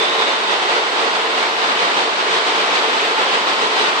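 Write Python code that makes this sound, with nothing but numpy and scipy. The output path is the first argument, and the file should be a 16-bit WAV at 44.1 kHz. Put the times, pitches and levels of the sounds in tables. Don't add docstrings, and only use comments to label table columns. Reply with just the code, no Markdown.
import sys
import numpy as np
from scipy import signal
from scipy.io import wavfile

SR = 44100
rng = np.random.default_rng(int(sys.argv[2]) if len(sys.argv) > 2 else 0)


def bounce(signal):
    frames = np.transpose(np.atleast_2d(signal))
    limited = np.clip(frames, -1, 1)
    pcm = np.round(limited * 32767).astype(np.int16)
    wavfile.write(sys.argv[1], SR, pcm)


N = 176400
T = np.arange(N) / SR


def from_db(db):
    return 10 ** (np.asarray(db) / 20)


def rms_one(x):
    return x / np.sqrt(np.mean(x ** 2) + 1e-20)


def in_time(rows):
    return np.interp(T, *np.transpose(rows))


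def at_hz(rows, hz):
    pitches, values = np.transpose(rows)
    return np.interp(np.log(hz), np.log(pitches), values)


def drift(rate_hz):
    step = 40
    r = np.exp(-2 * np.pi * step * rate_hz / SR)
    noise = rng.standard_normal(N // step + 2002)
    slow = signal.lfilter([1], [1, -2 * r, r * r], noise)[2000:]
    return np.interp(np.arange(N) / step, np.arange(len(slow)), rms_one(slow))


def panned(pair, db):
    return pair * from_db(np.array([[.5], [-.5]]) * db)


def lagged(x, hz):
    # frequency in Hz, delay of the left side in milliseconds.
    left_lag = [(100, .1), (450, .17), (720, 0.11), (1000, 0.18), (1300, 0.31), (1600, 0.29), (3000, .4)]
    return np.roll(x, int(round(at_hz(left_lag, hz) * SR / 1000)))


def in_hall(pair, hz):
    # frequency in Hz, how alike the two sides are from 0 to 1.
    likeness = [(60, .6), (100, 0.5), (170, 0.88), (280, 0.95), (450, 0.78), (750, 0.68), (1050, 0.35),
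                (1600, 0.42), (2300, .12), (3200, 0.06), (8000, 0)]
    # frequency in Hz, left level minus right level in dB.
    balance = [(100, 1), (400, -0.5), (1000, -0.3), (2000, -0.6), (3000, 0.2), (4200, -3), (5200, 0.5),
               (6000, 1.5), (7200, 1), (8800, -3.5)]
    alike = at_hz(likeness, hz)
    shared = np.sqrt((1 + alike) / 2) * pair[0]
    opposed = np.sqrt((1 - alike) / 2) * pair[1]
    return panned(np.array([lagged(shared + opposed, hz), shared - opposed]), at_hz(balance, hz))


def resonance(hz, width_hz):
    r = np.exp(-np.pi * width_hz / SR)
    pushes = rng.standard_normal((2, N + SR))
    ring = signal.lfilter([1, 0, -1], [1, -2 * r * np.cos(2 * np.pi * hz / SR), r * r], pushes)
    edges_hz = [hz - min(4 * width_hz, hz / 2), hz + 4 * width_hz]
    near_pitch = signal.butter(2, edges_hz, "band", fs=SR, output="sos")
    return rms_one(in_hall(signal.sosfilt(near_pitch, ring)[:, SR:], hz))


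def tone(hz, waver_hz, waver_rate):
    cycles = rng.random() + np.cumsum(hz + waver_hz * drift(waver_rate)) / SR
    return np.sqrt(2) * np.sin(2 * np.pi * cycles)


def gear_surges(judder_db=0.45):
    # time of the peak in seconds, rise in dB, half width in seconds, extra churn in dB.
    surges = [(.02, 3, 0.061, 1.5), (.135, 1.5, 0.036, 1.5), (.215, 3, 0.032, 0), (.295, 2.5, 0.055, 1),
              (.445, 0.2, .016, 3.5), (.528, 3, 0.048, 0), (.63, 2.5, .015, 0.5), (.715, 3, 0.058, -1),
              (.785, 2, 0.041, 2.5), (.999, 3.5, 0.035, 0.5), (1.068, 2.5, 0.032, 1.5),
              (1.165, 2.5, 0.03, -2.5), (1.403, 3, 0.068, -0.5), (1.676, 3, 0.068, -0.7),
              (1.809, 3, 0.046, -2), (1.874, 3, 0.057, 0.5), (1.99, 3.5, 0.033, 2.8), (2.038, 1.8, .038, 0),
              (2.205, 2.5, 0.029, 0.5), (2.345, 4.4, 0.066, -2.8), (2.484, 4, 0.035, -1),
              (2.605, 4, 0.067, -1.5), (2.755, 5, 0.049, -1), (2.853, 2.5, 0.04, 1.5),
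              (2.955, 2.5, 0.076, -1), (3.055, 2.5, 0.078, 0), (3.221, 3.5, 0.052, 1.5),
              (3.351, 5, .049, -1.5), (3.505, 3.5, 0.04, 0), (3.644, 3, 0.068, -1), (3.805, 5, 0.056, -0.5),
              (3.888, 3, 0.026, 0.5), (3.972, 1.5, .08, -2)]
    bumps = [np.exp(-((T - peak_s) / width_s) ** 2) for peak_s, _, width_s, _ in surges]
    rise_db, churn_db = np.array(surges)[:, [1, 3]].T @ np.array(bumps)
    return rise_db + judder_db * drift(43), churn_db


def gear_roar(surge_db, churn_db, rest_db=-19, churn_hz=560, churn_octaves=0.87, rumble_top_hz=115):
    # frequency in Hz, relative strength of the noise there in dB.
    colour = [(30, -47), (90, -41.5), (125, -40.5), (180, -16.5), (230, -15), (310, -8), (400, -1),
              (540, -2), (720, 0.5), (1050, 1.5), (1200, 1.5), (1350, 1), (1800, -2), (2600, -3.5),
              (3000, -4), (3600, -3.5), (4000, -6.5), (4500, -8.5), (5200, -13.5), (6000, -17.5),
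              (7400, -22.5), (8400, -22.5), (9500, -38), (10500, -44), (11500, -86)]
    # frequency in Hz, size of the random flicker in dB.
    flicker = [(60, 1.5), (110, 3), (170, -1), (1000, 0.82), (8000, .5)]
    edges_hz = np.concatenate([np.geomspace(22, 300, 10)[:-1], np.geomspace(300, 11800, 37)])
    noise = rng.standard_normal((2, 2, N + SR // 4))
    sway_db = 3.5 * drift(4.3)
    out = 0
    for k, (low, high) in enumerate(zip(edges_hz, edges_hz[1:])):
        hz = np.sqrt(low * high)
        band_filter = signal.butter(3, [low, high], "band", fs=SR, output="sos")
        band = signal.sosfilt(band_filter, noise[k % 2])[:, -N:]
        surge_share = at_hz([(180, 0.65), (450, 0.87)], hz)
        churn_share = np.exp(-(np.log2(hz / churn_hz) / churn_octaves) ** 2)
        swell_db = surge_share * (surge_db - surge_db.mean()) + churn_share * churn_db
        flicker_db = at_hz(flicker, hz) * drift(11.4) + sway_db * (hz < rumble_top_hz)
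        out = out + in_hall(band, hz) * from_db(at_hz(colour, hz) + swell_db + flicker_db)
    return rms_one(out) * from_db(rest_db + surge_db.mean())


def housing_ring(surge_db):
    pitches = (124, 175, 209, 251, 287, 361, 437, 482, 700, 889, 988, 1045, 1950, 3014)
    # width in Hz, base level in dB at the start, the same at the end.
    rings = [(10, -79, -73), (14.1, -57, -54.5), (9.8, -52.5, -52.5), (14, -50.5, -49), (14, -44, -45),
             (14, -40, -41), (12, -35.5, -42.5), (14, -37.5, -41.5), (16, -34.5, -48), (15.9, -33.5, -31),
             (20.8, -39, -36), (12, -32, -35.5), (79.5, -34, -36), (7.95, -36.5, -38)]
    out = 0
    for hz, (width_hz, start_db, end_db) in zip(pitches, rings):
        out = out + resonance(hz, width_hz) * from_db(np.linspace(start_db, end_db, N))
    return out * from_db(surge_db - surge_db.mean())


def gear_hum(hz=448, rest_db=-39.5, rough_db=-2):
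    # time of the peak in seconds, level of the added throb in dB, half width in seconds.
    throbs = [(.01, -42, 0.032), (.205, -24.5, 0.028), (.515, -31, 0.03), (.765, -28, 0.041),
              (1.035, -27, 0.024), (1.29, -32, 0.068), (1.55, -31, 0.021), (1.815, -28, 0.029),
              (2.07, -26, .03), (2.305, -28, .04), (2.605, -27, .028), (2.875, -25.5, 0.039),
              (3.1, -31, .05), (3.37, -29, 0.027), (3.63, -36, 0.052)]
    swell = sum(from_db(db) * np.exp(-((T - peak_s) / width_s) ** 2) for peak_s, db, width_s in throbs)
    hum = tone(hz, waver_hz=6.06, waver_rate=12.74)
    roughness = from_db(rough_db) * resonance(hz, width_hz=45)
    return (from_db(rest_db) + swell) * rms_one(np.array([lagged(hum, hz), hum]) + roughness)


def steel_squeal(attack_s=.012, fade_s=.14, flutter_db=.8):
    # start in seconds, end in seconds, pitch in Hz, level in dB,
    # left minus right in dB, delay of the left side in milliseconds.
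    slips = [(-.01, .055, 3522, -26.5, -14, .33), (.01, .08, 3875, -34.5, -8, .27),
             (.07, .105, 3522, -33.5, 9, .35), (.075, .135, 3769, -30, -9, .3),
             (.135, .215, 3875, -32, -3, .27), (.165, .235, 3522, -27.5, -10, .39),
             (.185, .275, 3769, -28, 0, .315), (.255, .385, 3522, -30.5, 1, .33),
             (.255, .39, 3875, -41, -9, .27), (.32, .355, 3769, -33.5, 0, .36),
             (.4, .51, 3769, -34, -8, .34), (.465, .56, 3522, -28.5, 0, .4),
             (.69, .82, 3522, -35.5, 2, .36)]
    out = 0
    for start, end, hz, db, pan_db, lag_ms in slips:
        rise = np.clip((T - start) / attack_s, 0, 1)
        fade = from_db(-60 * np.clip(T - end, 0, 1) / fade_s)
        squeal = tone(hz, waver_hz=2, waver_rate=31) * rise * fade
        squeal *= from_db(db + flutter_db * drift(20))
        left = np.roll(squeal, round(lag_ms * SR / 1000))
        out = out + panned(np.array([left, squeal]), pan_db)
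    return out


def drive_whine(hz=11968, pan_db=7):
    # time in seconds, level in dB.
    levels = [(0, -67), (1.6, -60), (2.35, -74), (2.85, -57.5), (3.5, -61), (4, -66)]
    return panned(resonance(hz, width_hz=8.6), pan_db) * from_db(in_time(levels))


def loose_clanks(rise_s=.006):
    # start in seconds, pitch in Hz, strength in dB, seconds to fade by 60 dB.
    clanks = [(3.175, 885, -14, .2), (3.77, 780, -9, .07), (3.801, 425, -5.5, .045)]
    out = 0
    for start, hz, db, fade_s in clanks:
        age = np.clip(T - start, 0, 1)
        rise = 1 - np.exp(-age / rise_s)
        ring = np.sin(2 * np.pi * hz * age) * rise * from_db(db - 60 * age / fade_s)
        out = out + np.array([lagged(ring, hz), ring])
    return out


def scene():
    # time in seconds, extra left minus right level in dB.
    shift = [(0, -0.2), (1.2, -0.4), (2.2, -0.2), (4, 0.4)]
    surge_db, churn_db = gear_surges()
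    gears = gear_roar(surge_db, churn_db) + housing_ring(surge_db) + gear_hum()
    return panned(gears + steel_squeal() + drive_whine() + loose_clanks(), in_time(shift))


def record(dry, cutoff_hz=12295):
    return signal.sosfilt(signal.ellip(10, .1, 80, cutoff_hz, fs=SR, output="sos"), dry)


dry = scene()
out = record(dry)
bounce(out)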